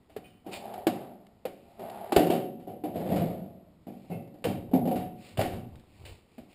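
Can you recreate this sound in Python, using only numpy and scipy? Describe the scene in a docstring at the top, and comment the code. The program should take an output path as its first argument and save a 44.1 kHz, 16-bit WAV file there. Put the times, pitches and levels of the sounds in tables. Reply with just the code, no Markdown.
"""Steel tool chest in a workshop

At the chest, within arm's reach: a small drawer rolls out on ticking ball runners, is searched and slams. A
wide drawer below rolls out, hammers knock about in it and one is lifted out; a shoe scuffs the floor. Each blow
thuds and sets sheet steel and tools ringing. The microphone is in a head-worn camera, which keeps only the band
below about 5.3 kHz and whose coarse sampling adds a glassy top."""
import sys
import numpy as np
from scipy import signal
from scipy.fft import rfft, irfft, next_fast_len
from scipy.io import wavfile

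SR = 44100
rng = np.random.default_rng(int(sys.argv[2]) if len(sys.argv) > 2 else 0)


def wav_out(sig):
    """Save sig, one row per channel (or a flat mono array), as 16-bit PCM at SR to the path in sys.argv[1]."""
    wavfile.write(sys.argv[1], SR, np.round(np.clip(np.atleast_2d(sig).T, -1, 1) * 32767).astype(np.int16))


N = 288546

# Spectra, as relative level per hertz: f/Hz, level/dB
AIR_SPECTRUM = [(18, -51.5), (30, -6.5), (278, 2), (492, -8), (799, -11), (1330, -16.5), (1690, -25),
                (1800, -20.5), (1930, -17), (2060, -20), (5800, -26.5), (7540, -58), (12800, -120)]
HANDLING_SPECTRUM = [(40, -12), (95, -2), (200, -20.5), (400, -22), (900, -26.5), (2000, -55.5)]
SWISH_SPECTRUM = [(150, -5), (500, 4.5), (1100, -7), (1700, -8), (2400, 3.5), (3300, -3.5), (4600, -2.5),
                  (5800, -3.5)]
SMALL_TRAY_SPECTRUM = [(60, -46), (110, -13.5), (160, -23.5), (205, 2.5), (290, -22), (400, -3),
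                       (510, -11.5), (690, 3.5), (830, -2), (1000, -17.5), (1150, -18.5), (1500, -31.5),
                       (2500, -58.5)]
WIDE_TRAY_SPECTRUM = [(26, -14), (45, -45), (87, -2), (134, -8.5), (176, 7.5), (219, 0.5), (253, -2.5),
                      (418, -4), (599, -2.5), (672, 2.5), (776, -9), (909, -19.5), (1400, -36.5),
                      (1820, -88), (3080, -120)]
GRIT_SPECTRUM = [(700, -11), (1000, -4.5), (1300, 0.5), (1800, 6), (2800, 4.5), (4200, 0), (5800, -2)]
KNOCK_SPECTRUM = [(45, -20), (70, -38.5), (100, 2), (170, -5), (240, -5), (380, 2.5), (480, 1), (720, 4),
                  (880, -12.5), (1100, -14), (1700, -16), (2900, -16.5), (4200, -21.5), (5800, -22)]
# Movements: start/s, rise/s, hold/s, fall/s, level/dB
CAMERA_SHIFTS = [(4.4, 0.19, 0.49, .08, -54.5), (5.33, 0.046, 0.2, 0.055, -46),
                 (5.68, 0.018, 0.04, 0.11, -52.5), (5.96, 0.064, 0.099, 0.03, -49),
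                 (6.35, 0.07, 0.047, 0.042, -67)]
SLEEVE_AND_SHOE_MOVES = [(0.509, 0.027, 0.025, 0.016, -41), (1.5, .08, 0.2, 0.06, -72),
                         (3.9, 0.04, 0.18, .05, -70), (5.153, 0.11, 0.032, 0.045, -54.5),
                         (5.65, 0.061, 0.16, .05, -73.5), (5.86, 0.11, 0.072, 0.035, -66.5),
                         (6.050, 0.0025, 0.0061, 0.053, -49), (6.25, 0.071, 0.12, 0.054, -72),
                         (6.473, 0.058, .03, .03, -62.5)]
SMALL_DRAWER_PUSHES = [(.44, 0.036, 0.17, 0.035, -47.5), (.62, 0.043, .13, 0.067, -43.5),
                       (.92, 0.018, 0.088, 0.11, -46), (1.6, 0.084, 0.11, 0.038, -60.5),
                       (1.77, 0.063, 0.36, 0.014, -42)]
WIDE_DRAWER_PUSHES = [(2.93, 0.036, 0.052, 0.047, -32.5), (3.04, 0.086, 0.05, 0.12, -27)]
# Ring time of chest and room: f/Hz, t60/s
RING_T60 = [(60, 0.56), (200, 0.86), (560, 0.55), (1400, 0.42), (3000, 0.42), (5500, 0.38)]
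# Modes of the drawer panels, the knocked tools and one loose tool: f/Hz, level/dB, t60/s
PANEL_MODES = [(98, -6, .8), (114, -7, .7), (169, -3, 1.0), (194, -4, 1.0), (243, -3, .8), (305, -4, .7),
               (353, -10, .8), (385, -6, .6), (555, -8, .9), (730, -5, .7), (930, -14, .5)]
TOOL_MODES = [(1291, -4, .6), (1449, -6, .5), (1927, -6, .5), (2336, -5, .6), (2694, 2, .6), (2815, -4, .5),
              (2998, -5, .5), (3161, -6, .6), (3771, -5, .6)]
LOOSE_TOOL_MODES = [(2280, -9, 0.25), (2460, 1, 0.083), (2460, -11, 0.18), (2720, -13, 0.22),
                    (2830, -10, 0.19), (3004, -3.5, 0.34), (3050, -10, 0.33)]
# Touches on a loose tool: t/s, level/dB, pitch ratio
TOOL_TOUCHES = [(0.24, -53.5, 1.005), (4.112, -50.5, .88)]
# Knocks of drawers and tools: t/s, level/dB, thud f/Hz, hardness (clank over level)/dB, clank f/Hz, ring/dB
KNOCKS = [ (.096, -50, 640, -6, 2500, -8.5), (.163, -30, 421, -10, 1940, -21),
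          (0.168, -43, 107, -11, 1940, -14), (.24, -67, 600, 10.5, 2700, -3),
          (.463, -35.5, 303, -15.5, 2600, -7.5), (.490, -39, 384, -14, 2700, -19),
          (.737, -33.5, 756, -7, 1260, -15), (.778, -36, 737, -26, 1300, -25),
          (.868, -12, 331, -9, 900, -20), (1.267, -57, 593, 15, 2700, -41),
          (1.452, -24.5, 503, -10, 2480, -18.5), (1.793, -38, 402, -11, 1060, -7),
          (1.898, -42.5, 705, 7.5, 4130, -31), (2.121, -19, 812, -4, 1200, -20),
          (2.126, -20, 336, -11.5, 1050, -20), (2.161, -19, 62, 2, 1000, -30),
          (2.162, -10, 398, -12, 930, -11.5), (2.164, -16, 807, 0, 3000, -22),
          (2.187, -19, 323, -15, 2700, -12), (2.268, -23, 371, -13, 2650, -13),
          (2.300, -17.5, 342, -13.5, 2940, -6.5), (2.596, -45.5, 296, -15.5, 2980, -5.5),
          (2.669, -42, 398, -23, 2640, 5.5), (2.837, -27.5, 304, -19.5, 2500, -6),
          (2.956, -31, 489, -18.5, 2400, -11), (3.160, -28, 169, -10.5, 2500, -7),
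          (3.867, -36, 224, -22, 2320, -4.5), (4.098, -35, 175, -23, 2620, 0.5),
          (4.115, -41.5, 428, -20.5, 2580, -0.5), (4.340, -45, 300, -18, 4540, -11),
          (4.441, -25.5, 557, 3, 2660, -19), (4.445, -34, 87, -24, 2680, 3),
          (4.450, -20.5, 483, -13, 2660, -10), (4.712, -39, 416, -18, 2700, -11),
          (4.734, -12.5, 260.4, -29.5, 2200, -8.5), (4.853, -27, 535, -19.5, 3080, -12.5),
          (4.873, -18, 241, -26, 2550, -11.5), (4.910, -23.5, 535, -20, 2530, -10.5),
          (4.956, -26.5, 197, -14.5, 2500, -5), (5.372, -32, 644, 2, 2900, -7.5),
          (5.38, -23, 98, -25, 2220, -17), (5.392, -18.5, 648, -14.5, 2000, -10),
          (5.412, -22.5, 560, 2, 2000, -19), (5.528, -33.5, 102, -14, 2700, -4),
          (5.755, -53.5, 203, 8.5, 3690, -23), (5.795, -55, 200, 6, 3750, -25),
          (6.38, -36.5, 232, -13.5, 2260, -15.5)]

BAND_EDGES_HZ = 40 * 2 ** (np.arange(23) / 3)
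BANDS_HZ = np.sqrt(BAND_EDGES_HZ[1:] * BAND_EDGES_HZ[:-1])
TIME = np.arange(N) / SR


def from_db(db):
    """Decibels to gain."""
    return 10 ** (np.asarray(db) / 20)


def rms_one(x):
    """Scale each row to rms 1."""
    return x / np.sqrt(np.mean(x ** 2, axis=-1, keepdims=True) + 1e-20)


def at_hz(points, hz):
    """Read a table on a log-frequency axis."""
    f, value = np.transpose(points)
    return np.interp(np.log(hz), np.log(f), value)


def add(out, start_s, sound):
    """Mix a sound in at a time."""
    i = max(0, int(start_s * SR))
    out[i:i + len(sound)] += sound[:max(0, N - i)]


def band_noise(size):
    """Third-octave bands of noise, rms 1 each."""
    white = rng.standard_normal((2, size))
    bank = [signal.butter(2, edges, "band", fs=SR, output="sos").repeat(2, axis=0)
            for edges in zip(BAND_EDGES_HZ, BAND_EDGES_HZ[1:])]
    return rms_one(np.array([signal.sosfilt(sos, white[k % 2]) for k, sos in enumerate(bank)]))


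def coloured(x, spectrum):
    """Give a steady texture a spectrum that falls away steeply past its last point; rms 1."""
    size = next_fast_len(N)
    hz = np.arange(size // 2 + 1) * SR / size + 1
    gain = from_db(at_hz(spectrum, hz)) / (1 + (hz / spectrum[-1][0]) ** 8)
    return rms_one(irfft(rfft(x, size) * gain, size)[:N])


def grains(per_s, spread_db):
    """Tiny contacts of uneven size at random moments."""
    sizes = from_db(spread_db * np.minimum(rng.exponential(1, N), 4)) * rng.choice([-1, 1], N)
    return sizes * (rng.random(N) < per_s / SR)


def strokes(moves, power=1):
    """Gain of movements that gather, hold and coast to rest, growing as a power of their speed."""
    gain = np.zeros(N)
    for start, rise, hold, fall, db in moves:
        gather = np.clip((TIME - start) / rise, 0, 1)
        coast = np.exp(-np.maximum(TIME - start - rise - hold, 0) / fall)
        gain += from_db(db) * (gather * coast) ** power
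    return gain


def ring_shape(build_s):
    """Per band, a diffuse ring builds up and dies within a second; lows last longest."""
    t = TIME[:SR]
    return (1 - np.exp(-t / build_s)) * from_db(-60 * t / at_hz(RING_T60, BANDS_HZ)[:, None])


def ringing(modes, rise_s):
    """One decaying sine per mode, a second long."""
    hz, db, t60 = np.transpose(modes)[:, :, None]
    t = TIME[:SR]
    return from_db(db - 60 * t / t60) * np.sin(2 * np.pi * hz * t) * (1 - np.exp(-t / rise_s))


def room_air():
    """Room tone: the quiet, steady air of the workshop."""
    return from_db(-64.5) * coloured(rng.standard_normal(N), AIR_SPECTRUM)


def workshop(direct, wet_db):
    """Sound reaches the microphone directly, followed by the diffuse ring of the room."""
    tails = band_noise(2 * SR)[:, SR:] * ring_shape(build_s=0.0082)
    response = np.sqrt(np.diff(BAND_EDGES_HZ)) @ tails
    response *= np.sqrt(2 * BAND_EDGES_HZ[-1] / SR / np.sum(response ** 2))
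    return direct + from_db(wet_db) * signal.fftconvolve(direct, response)[:N]


def camera_handling(resting_db=-67):
    """Right at the microphone, the camera stirs faintly and shifts as its wearer straightens and walks."""
    thumps = coloured(grains(per_s=340, spread_db=4), HANDLING_SPECTRUM)
    return (from_db(resting_db) + strokes(CAMERA_SHIFTS)) * thumps


def sleeve_and_shoe():
    """Rubbing surfaces catch and slip thousands of times a second."""
    return strokes(SLEEVE_AND_SHOE_MOVES) * coloured(grains(per_s=5900, spread_db=4), SWISH_SPECTRUM)


def loose_tool():
    """A light touch leaves a loose tool ringing freely; longer tools ring lower."""
    out = np.zeros(N)
    for start_s, db, pitch_ratio in TOOL_TOUCHES:
        modes = np.array(LOOSE_TOOL_MODES) * [pitch_ratio, 1, 1]
        add(out, start_s, from_db(db) * ringing(modes, rise_s=0.0049).sum(axis=0))
    return out


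def drawer(pushes, tray_spectrum, grit_db, per_s, spread_db):
    """Balls tick along the runners and tools jiggle; these contacts shake the tray and give a gritty top."""
    contacts = grains(per_s, spread_db)
    rumble = strokes(pushes) * coloured(contacts, tray_spectrum)
    grit = strokes(pushes, power=1.17) * coloured(contacts, GRIT_SPECTRUM)
    return rumble + from_db(grit_db) * grit


def hammer_nudges(count=6, span_s=(4.5, 4), hardness_db=-15, clank_hz=4380, ring_db=-18):
    """The searching hand nudges hammers at random: light blows, as rows like those of KNOCKS."""
    slots = np.linspace(*span_s, count + 1)
    when, force, pitch = rng.random((count, 3)).T
    times = slots[:-1] + when * np.diff(slots)
    levels_db = -49 + 3 * (2 * force - 1)
    thuds_hz = 293 * 2 ** (0.6 * (2 * pitch - 1))
    return [(*nudge, hardness_db, clank_hz, ring_db) for nudge in zip(times, levels_db, thuds_hz)]


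def by_register(hz, boom, panel, clank):
    """Pick a value by pitch: cabinet boom below, drawer panels between, clank of tools above."""
    return np.interp(np.log(hz), np.log([230, 330, 850, 1200]), [boom, panel, panel, clank])


def steel_bands():
    """Band gains of struck steel, with each register brought to about unit power."""
    power = from_db(at_hz(KNOCK_SPECTRUM, BANDS_HZ)) ** 2 * np.diff(BAND_EDGES_HZ)
    register_db = 10 * np.log10(np.bincount(np.digitize(BANDS_HZ, [280, 1000]), power))
    return np.sqrt(power) / from_db(by_register(BANDS_HZ, *register_db))


def excitation_db(hz, db, thud_hz, hardness_db, lowest_hz):
    """How strongly a blow drives each pitch: heavy ones boom, hard ones clank, small parts lack bass."""
    weight_db = 5 * np.log2(310 / thud_hz)
    cushion_db = 0.67 * max(-20 - hardness_db, 0)   # a soft contact, as of a rubber handle, spares the panels
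    boom_db = db + min(weight_db, 0)
    panel_db = db - max(weight_db, 0) - cushion_db
    bass_loss_db = 10 * np.log10(1 + (lowest_hz / hz) ** 6)
    return by_register(hz, boom_db, panel_db, db + hardness_db) - bass_loss_db


def near(hz, octaves=0.19):
    """Band weights, 0-1, around a pitch that a struck part favours."""
    return np.exp(-(np.log2(BANDS_HZ / hz) / octaves) ** 2)


def impact(noise, band_gains, db, thud_hz, hardness_db):
    """A crack and a damped thud; the harder the contact, the sooner they fade."""
    t = TIME[:SR // 5]
    fade_s = 1 / (2 ** (hardness_db / 9.5) / 0.0056 + 1 / 0.042)
    burst = (1 - np.exp(-t / 0.0012)) * np.exp(-t / fade_s)
    crack = band_gains @ rms_one(noise[:, :len(t)] * burst) * np.sqrt(np.mean(burst ** 2))
    # however sharp the blow, a low thud takes a cycle or two to swell and die
    swell = (1 - np.exp(-t * thud_hz / 0.38)) * np.exp(-t / np.hypot(fade_s, 0.62 / thud_hz))
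    thud = swell * np.sin(2 * np.pi * thud_hz * t)
    return from_db(-5) * crack + from_db(db + 2) * thud


def struck_modes(waves, db, scatter_db=4):
    """Every contact point excites its own mixture of the modes."""
    gains = from_db(db + scatter_db * rng.standard_normal(len(waves)))
    return (gains * rng.choice([-1, 1], len(waves))) @ waves


def knocks():
    """Each blow on drawer or tool gives an impact, a diffuse ring of sheet steel and a few clear modes."""
    out, noise = np.zeros(N), band_noise(3 * SR)
    steel, tails = steel_bands(), ring_shape(build_s=0.018)
    panels, tools = ringing(PANEL_MODES, rise_s=0.0012), ringing(TOOL_MODES, rise_s=0.0012)
    panel_hz = np.array(PANEL_MODES)[:, 0]
    for start_s, db, thud_hz, hardness_db, clank_hz, ring_db in KNOCKS + hammer_nudges():
        blow = db, thud_hz, hardness_db
        lowest_hz = min(0.72 * thud_hz, 190)   # bass ends below the thud, at most at a tray's cut-off
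        focus_db = 3 * near(thud_hz) + 4 * near(clank_hz)
        band_gains = steel * from_db(excitation_db(BANDS_HZ, *blow, lowest_hz) + focus_db)
        offset = rng.integers(SR // 10, 2 * SR)
        dense_modes = noise[:, offset:offset + SR]
        bass_cut = signal.butter(2, lowest_hz, "high", fs=SR, output="sos")
        add(out, start_s, signal.sosfilt(bass_cut, impact(dense_modes, band_gains, *blow)))
        ring = band_gains @ (dense_modes * tails)
        ring += struck_modes(panels, excitation_db(panel_hz, *blow, lowest_hz) - 6)
        ring += struck_modes(tools, db + hardness_db - 18)
        add(out, start_s, from_db(ring_db) * ring)
    return out


def scene():
    """Close on the chest, in mono: knocks, rolling drawers and body movement over quiet room tone."""
    blows = knocks()
    small = drawer(SMALL_DRAWER_PUSHES, SMALL_TRAY_SPECTRUM, grit_db=-19, per_s=2400, spread_db=2)
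    wide = drawer(WIDE_DRAWER_PUSHES, WIDE_TRAY_SPECTRUM, grit_db=-22.5, per_s=1900, spread_db=1.5)
    movement = workshop(small + wide + sleeve_and_shoe(), wet_db=-7)
    tings = workshop(loose_tool(), wet_db=-2.5)
    return (blows + tings + movement + camera_handling() + room_air())[None]


def sample_and_hold(x):
    """Sampling at 12 kHz and holding each value mirrors the sound faintly on both sides of 12 kHz."""
    at_48_khz = signal.resample_poly(x, 160, 147, axis=-1)
    held = np.repeat(at_48_khz[:, ::4], 4, axis=-1)
    return signal.resample_poly(held, 147, 160, axis=-1)[:, :N]


def record(dry):
    """Behind the microphone, the camera limits the band, samples coarsely and cuts the top."""
    band_limit = signal.butter(16, 5300, fs=SR, output="sos")
    top_cut = signal.ellip(8, .3, 70, 15300, fs=SR, output="sos")
    band_limited = signal.sosfilt(band_limit, dry)
    return signal.sosfilt(top_cut, sample_and_hold(band_limited))


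dry = scene()
out = record(dry)
wav_out(out)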